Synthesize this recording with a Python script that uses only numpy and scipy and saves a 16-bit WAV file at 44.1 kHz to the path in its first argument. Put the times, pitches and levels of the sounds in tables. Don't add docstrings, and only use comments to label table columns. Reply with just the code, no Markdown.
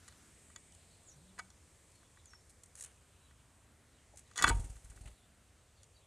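import sys
import numpy as np
from scipy import signal
from scipy.fft import rfft, irfft, next_fast_len
from scipy.io import wavfile
from scipy.ndimage import uniform_filter1d

SR = 44100
rng = np.random.default_rng(int(sys.argv[2]) if len(sys.argv) > 2 else 0)


def undo_db(level):
    steps = np.asarray(level, float) / 20
    return 10 ** steps


def generate_wav(signal):
    frames = np.transpose(np.atleast_2d(signal))
    scaled = np.clip(frames, -1, 1) * 32767
    pcm = np.round(scaled).astype(np.int16)
    wavfile.write(sys.argv[1], SR, pcm)


N = 267510
T = np.arange(N) / SR
FAST = next_fast_len(N)

# start in seconds, feather hiss in dB, air thump in dB.
WINGBEATS = [(4.3994, -52, -52.5), (4.4427, -34, -34.5), (4.4772, -34, -41), (4.504, -50, -27),
             (4.5229, -48, -45), (4.5445, -43.5, -30.5), (4.5667, -48, -36), (4.594, -42, -33.5),
             (4.6401, -43.5, -39.5), (4.6964, -46.5, -41.5), (4.7536, -50, -48.5), (4.842, -49, -49.5),
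             (4.8976, -48, -49), (4.959, -50, -53), (5.008, -49.5, -47), (5.0556, -50, -45.5),
             (5.0729, -49.5, -56), (5.109, -63, -53.5)]
# frequency in Hz, level in dB, 60 dB decay time in seconds.
PAN_FLOOR = [(487, -23.5, 0.027), (683.6, -27, 0.081), (810, -20.5, 0.0199), (928, -20.5, .11),
             (1163, -6.5, 0.021), (1273, -1, 0.024), (1381, 9, 0.0064), (1499, 6, 0.014), (1614, -2, 0.016),
             (1939, -8, 0.05), (2250, -19, 0.086), (2645, -18, 0.054)]


def colour(x, points):
    hz, db = np.transpose(points)
    log_hz = np.log(np.fft.rfftfreq(FAST, 1 / SR) + 1)
    gain = undo_db(np.interp(log_hz, np.log(hz), db, left=-120, right=-120))
    return irfft(rfft(x, FAST) * gain / np.sqrt(np.mean(gain ** 2)), FAST)[:N]


def walk(rate, size=N):
    hold = int(SR / rate)
    steps = np.repeat(rng.standard_normal(size // hold + 1), hold)
    return 1.4 * uniform_filter1d(uniform_filter1d(steps, hold), hold)[:size]


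def bursts(times, level_db, length_ms, rise):
    out, size = np.zeros(N), SR // 10
    grit = rng.standard_normal((len(times), size))
    for s, db, ms, noise in zip(times, level_db, length_ms, grit):
        u = np.arange(size) / SR / (max(ms, .3) / 1000)
        envelope = (1 - np.exp(-u / rise)) * np.exp(-u)
        i = int(s * SR)
        out[i:i + size] += (undo_db(db) * noise * envelope)[:N - i]
    return out


def ring(x, modes):
    response, power = 0, 0
    for k, (hz, db, t60) in enumerate(modes):
        pole = np.exp(2j * np.pi * hz / SR - np.log(1000) / (t60 * SR))
        response = response + (-1) ** k * undo_db(db) * (pole ** np.arange(SR // 5)).imag
        power += undo_db(db) ** 2 / (1 - abs(pole) ** 2) / 2
    return signal.oaconvolve(x, response)[:N] / np.sqrt(power)


def voice(hz, level, waver, flicker_db):
    pitch = hz * (1 + waver * walk(200, size=len(hz)))
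    strength = np.sqrt(2) * level * undo_db(flicker_db * walk(70, size=len(hz)))
    return strength * np.sin(2 * np.pi * np.cumsum(pitch) / SR)


def calls(notes, waver, wet, tail_s, flicker_db, settle=3):
    out, after = np.zeros(N), T[:SR // 4]
    for s, length, first_hz, last_hz, db in notes:
        u, i = np.clip(after / length, 0, 1), int(s * SR)
        glide = last_hz + (first_hz - last_hz) * (1 - u) ** settle
        out[i:i + len(u)] += voice(glide, undo_db(db) * np.sin(np.pi * u), waver, flicker_db)[:N - i]
    tail = wet * rng.standard_normal(len(after)) * np.exp(-after / tail_s)
    return .6 * out + signal.fftconvolve(out, tail)[:N]


def garden():
    # frequency in Hz, level in dB per Hz.
    spectrum = [(12, -40.5), (20, -11), (38, -8), (70, 1), (88, -0.5), (186, -16.5), (245, -16),
                (343, -20.5), (598, -21), (835, -25), (1130, -25), (2150, -27), (5250, -32.5),
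                (8430, -24.5), (15600, -52.5)]
    # frequency in Hz, side minus mid in dB.
    width = [(60, -22.5), (110, -24.5), (200, -17), (380, -15), (700, -19.5), (1290, -23.5), (2380, -18.5),
             (4400, -10.5), (8120, -19.5), (15000, 3)]
    # time in seconds, strength in dB.
    breeze = [(0, 7), (.2, 7.5), (.6, 4.5), (1.2, 5.5), (2.2, 3), (3, 3), (3.6, 2.5), (4.2, 2), (4.6, 7),
              (5.2, 1.5), (6.1, 0.5)]
    leaves_db = np.interp(T, *np.transpose(breeze))
    mid_db, rumble_db = 0.68 * leaves_db + 0.21, -0.73
    mid = colour(rng.standard_normal(N), spectrum)
    hz, db = np.transpose(width)
    corner_hz = np.transpose(spectrum)[0]
    side_db = np.interp(np.log(corner_hz), np.log(hz), db)
    other = rfft(colour(rng.standard_normal(N), spectrum), FAST)
    octave = np.log2(np.fft.rfftfreq(FAST, 1 / SR) + 1)
    side = irfft(other * undo_db(np.interp(octave, np.log2(corner_hz), side_db)), FAST)[:N]
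    pair, out = rfft(np.array([mid + side, mid - side]), FAST), 0
    for centre in np.arange(4, 14.6, .5):
        band = np.cos(np.pi * np.clip(octave - centre, -.5, .5)) ** 2
        swell_db = rumble_db if centre < 7.5 else mid_db if centre < 12.4 else leaves_db
        flicker_db = 1.3 * walk(3.05) + 0.49 * walk(26)
        out = out + undo_db(swell_db + flicker_db) * irfft(pair * band, FAST)[:, :N]
    return undo_db(-65) * out


def dove():
    # time in seconds, pitch in Hz, level in dB.
    coo = [
        (1.13, 147, -72),
        (1.188, 144, -65),
        (1.196, 142, -66),
        (1.238, 179.7, -63.5),
        (1.312, 189.5, -73),
        (1.446, 187, -68.5),
        (1.5, 190, -76),
    ]
    s, hz, db = np.transpose(coo)
    level = uniform_filter1d(undo_db(np.interp(T, s, db, -140, -140)), SR // 50)
    return voice(np.interp(T, s, hz), level, waver=0.02, flicker_db=2.5)


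def far_birds():
    # start and length in seconds, first and last pitch in Hz, level in dB.
    whistles = [
        (2.25, 0.09, 7880, 5460, -62),
        (2.30, 0.069, 5600, 5470, -65.5),
    ]
    # start and length in seconds, first and last pitch in Hz, level in dB.
    chips = [
        (1.055, 0.075, 7970, 6080, -59.5),
        (1.07, 0.062, 7740, 6600, -68),
    ]
    # start in seconds, settled pitch in Hz, level in dB.
    small_birds = [(.025, 4000, -68), (.87, 4050, -66), (1.235, 3620, -68.5), (1.93, 4070, -68),
                   (1.989, 3320, -70), (2.14, 3560, -67), (3.19, 3750, -69), (3.235, 3300, -71),
                   (3.89, 3800, -70), (3.96, 3050, -72), (4.234, 3700, -68), (4.99, 4430, -70),
                   (5.04, 3650, -67), (5.121, 4040, -69), (5.18, 3204, -69.5), (5.56, 3700, -78),
                   (5.729, 4090, -70), (5.751, 3510, -71), (5.92, 4100, -66.5), (5.98, 3270, -69.5)]
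    cheeps = [(s, .085, hz + 300, hz, db) for s, hz, db in small_birds]
    out = calls(whistles, waver=.008, wet=.014, tail_s=.045, flicker_db=2)
    out = out + undo_db(-9.) * calls(cheeps, waver=.06, wet=.035, tail_s=.035, flicker_db=2, settle=1.5)
    return out + undo_db(-1.5) * calls(chips, waver=.06, wet=.03, tail_s=0.021, flicker_db=3.0, settle=1.4)


def whoosh():
    # time in seconds, level in dB.
    swirl = [
        (4.35, -81),
        (4.446, -40),
        (4.46, -50),
        (4.5, -34),
        (4.545, -54.5),
        (4.74, -69),
        (4.844, -97),
        (4.88, -76.5),
        (5.1, -64),
    ]
    db = np.interp(T, *np.transpose(swirl), -120, -120)
    upper_db = np.where(db > -119, 0.77 * db - 20.5, -120)
    hop = undo_db(-59) * np.exp(-np.abs(T - 4.14) * 1000 / 9.7)
    bands = ((undo_db(db - 2.0) + undo_db(-14.0) * hop, [(90, -15.0), (140, 7), (380, -2), (480, -8)]),
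             (undo_db(upper_db) + undo_db(-3.5) * hop, [(330, -12), (430, -2.5), (850, -1.5), (1100, -21.0)]))
    return sum(gain * undo_db(1.1 * walk(60)) * colour(rng.standard_normal(N), band) for gain, band in bands)


def thumps():
    out = np.zeros(N)
    for s, _, db in WINGBEATS:
        u, i = T[:SR // 4], int(s * SR)
        phase = 2 * np.pi * 49 * u
        swing = np.sin(phase) - 0.26 * np.cos(2 * phase)
        out[i:i + len(u)] += undo_db(db + 7.5) * (1 - np.exp(-u / 0.0026)) * np.exp(-u / 0.018) * swing
    return out


def feathers(strokes, rise, back_s=0., back_db=-90.):
    # frequency in Hz, level in dB per Hz.
    bright = [(2350, -41.5), (4000, -11), (5080, -12.5), (6450, -1.5), (8860, 1.5), (9990, -3),
              (12200, -18), (14700, -32), (15600, -43)]
    # frequency in Hz, level in dB per Hz.
    dull = [(250, -38.5), (600, -12.5), (1000, -3.5), (1700, 1), (3000, 0), (4500, -11), (6000, -37.5)]
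    s, hiss_db, body_db, ms = np.transpose(strokes)
    hiss = bursts(s, hiss_db - 1.0, ms, rise)
    hiss = hiss + bursts(s + back_s, hiss_db + back_db, ms, rise)
    return colour(hiss, bright) + colour(bursts(s, body_db + 0.5, ms, rise), dull)


def rustling():
    # start in seconds, level in dB.
    rubs = [(1.032, -57), (1.446, -58), (1.9174, -54), (1.9538, -53), (2.4943, -48), (2.5022, -50),
            (2.6344, -40.5), (2.6584, -52), (2.753, -39.5), (2.763, -48), (2.7715, -50), (2.788, -45),
            (2.797, -38), (2.808, -32), (2.816, -45), (2.8228, -34), (2.837, -34), (2.8455, -36),
            (2.8594, -42), (2.876, -53), (4.1581, -52), (4.1719, -39), (4.182, -47), (4.1913, -41.5),
            (4.2762, -57)]
    # start in seconds, hiss in dB, body in dB, length in ms.
    shakes = [
        (2.495, -53, -85, 10),
        (2.77, -46.5, -58, 19),
        (2.82, -57, -57.5, 43),
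        (4.175, -55, -62.5, 21),
    ]
    rustles = [(s, db, db - 18.5, 3.1) for s, db in rubs]
    return feathers(rustles, rise=0.74) + feathers(shakes, rise=0.68)


def wing_strokes():
    airborne_s, landing_s = 4.49, 5.03
    s, db = np.transpose([beat[:2] for beat in WINGBEATS if beat[0] > airborne_s])
    climb_db = 22 * np.exp((s[0] - s) / 0.023)
    landing_db = 12 * (s > landing_s)
    ms = 10.6 - 6.6 * (s - s[0])
    return feathers(np.transpose([s, db, db - 11.5 + climb_db + landing_db, ms]),
                    rise=.9, back_s=.027, back_db=-10.)


def rocking():
    grip = bursts([4.387], [-27], [3.5], rise=.3)
    push_off = bursts([4.504], [-26.5], [4.6], rise=.3)
    return ring(grip, [PAN_FLOOR[9]]) + ring(push_off, [PAN_FLOOR[1], PAN_FLOOR[3]])


def contacts():
    # start in seconds, knock in dB,
    # scrape in dB, thinness in dB.
    taps = [(0.079, -54, -51.5, 3), (0.084, -58, -56, 6), (0.123, -61, -65, 5), (0.5, -59, -74, 6),
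            (0.56, -48.5, -47.5, -8.5), (0.721, -74, -56.5, -8), (0.748, -71, -56.5, 8),
            (1.379, -50.5, -70, -8), (1.386, -46, -57, 3), (1.389, -41, -49.5, -5), (1.393, -36, -48.5, 3),
            (1.397, -43, -54, -6), (1.402, -55, -64, -5), (1.502, -66, -56.5, -7), (2.029, -60.5, -75, 0),
            (2.172, -57, -76, 2), (2.256, -69, -55.5, 5), (2.333, -49.5, -69, -6), (3.309, -61, -71, 2),
            (4.312, -58, -62, -2), (4.334, -67.5, -65, -6), (4.765, -61, -63, -3), (4.856, -61.5, -73, 3),
            (4.916, -61, -77, 5), (4.973, -57.5, -72.5, 5), (5.565, -66, -78, 0), (5.831, -70, -53.5, 0.5),
            (5.84, -80, -65, 0)]
    # start in seconds, knock in dB, scrape in dB, thinness in dB.
    kicks = [(4.358, -48, -46, -3), (4.364, -50, -46.5, 0), (4.373, -49, -42, -8), (4.377, -37, -34.5, -2),
             (4.386, -39.5, -41, -9), (4.391, -36.5, -41, -8), (4.397, -36, -46, -4),
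             (4.414, -34, -49.5, -4), (4.423, -28, -25, -2), (4.428, -36, -34, -3.5), (4.438, -36, -32, -3),
             (4.441, -13.5, -29, 0), (4.4444, -21.5, -40.5, 0.5), (4.466, -27, -46, -3),
             (4.473, -27, -39, 0), (4.477, -29, -36.5, -4), (4.479, -26, -35, -4.5), (4.484, -36, -37, -8),
             (4.488, -43, -31.5, 9.5), (4.494, -28, -32.5, 4.5), (4.498, -29.5, -40.5, 0),
             (4.502, -36, -48, 11.5), (4.513, -43, -54, 0)]
    # time in seconds, pressure in dB.
    pressure = [
        (4.36, -51.5),
        (4.375, -50),
        (4.41, -40.5),
        (4.435, -46),
        (4.455, -43),
        (4.485, -41),
        (4.506, -46.5),
    ]
    s = np.arange(pressure[0][0], pressure[-1][0], .005)
    chance = rng.standard_normal((len(s), 4)).T * 3
    db = np.interp(s, *np.transpose(pressure))
    skid = [s + .0005 * chance[0], db + chance[1], db - 7.5 + chance[2], chance[3] - 4]
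    s, knock, scrape, thin = np.hstack([np.transpose(taps + kicks), skid])
    rim = 0.27 * knock + (1 - 0.27) * scrape - 4
    scratch, squeak = scrape - 1 - thin / 2, scrape - 1.5 + thin / 2
    return np.transpose([s, knock, rim, scratch, squeak, np.full(len(s), 1.71)])


def pan(hits):
    # frequency in Hz, level in dB, 60 dB decay time in seconds.
    rim = [(3010, -8.5, 0.044), (3410, -9, 0.065), (3785, -11, 0.021), (4000, 3.5, 0.0018), (4180, 1, .012),
           (4690, -5.5, 0.017), (5200, -0.5, 0.004)]
    # frequency in Hz, level in dB, 60 dB decay time in seconds.
    scratch = [(5840, -0.5, 0.01), (6500, 3, 0.0026), (6520, 6.5, 0.009), (7080, 3.5, 0.011)]
    # frequency in Hz, level in dB, 60 dB decay time in seconds.
    squeak = [(7810, -6, .012), (8700, -6, 0.0062), (9100, -1.5, 0.0056), (9700, 5, .0015),
              (9750, 3, 0.0026)]
    s, *levels, ms = np.transpose(hits)
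    boosts_db = (4.2, 9.7, 8.65, 11.8)
    drives = [bursts(s, db + boost_db, ms, rise=0.31) for db, boost_db in zip(levels, boosts_db)]
    np.add.at(drives[0], (s * SR).astype(int), undo_db(levels[0] + 25.0))
    out = 0
    for drive, modes in zip(drives, (PAN_FLOOR, rim, scratch, squeak)):
        edges = [0.56 * modes[0][0], 1.5 * modes[-1][0]]
        radiation = signal.butter(2, edges, "band", fs=SR, output="sos")
        out = out + signal.sosfilt(radiation, ring(drive, modes))
    crack = bursts(s, 1.38 * np.maximum(levels[2], levels[3]) - 2.0, ms, rise=0.27)
    return out + colour(crack, [(9000, -17.5), (11000, -1), (13500, -10.5), (15700, -21.5)])


def reflections(near):
    u = T[:SR // 3]
    tail = np.pad(rng.standard_normal(len(u)) * np.exp(-u / 0.051), (0, N - len(u)))
    echoes = colour(tail, [(200, -1), (800, 2.0), (2000, -9.5), (4000, -10), (12000, -4.0)])
    return undo_db(-51.5) * irfft(rfft(near, FAST) * rfft(echoes, FAST), FAST)[:N]


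def scene():
    opposed = np.array([[1], [-1]])
    far = dove() + far_birds()
    near = pan(contacts()) + rocking() + rustling() + wing_strokes()
    near = near + reflections(near)
    eddies = whoosh() * undo_db(.7 * opposed) + undo_db(-26.5) * whoosh() * opposed
    mismatch = signal.fftconvolve(near, rng.standard_normal(64) / 8)[:N] * undo_db(-33) * opposed
    return near + mismatch + thumps() + eddies + far + garden()


def roll_off(x):
    return signal.sosfilt(signal.butter(12, 15710, fs=SR, output="sos"), x)


def record(dry):
    bass_cut = signal.butter(2, 36., "high", fs=SR, output="sos")
    mix = signal.sosfilt(bass_cut, dry)
    return roll_off(mix)


dry = scene()
out = record(dry)
generate_wav(out)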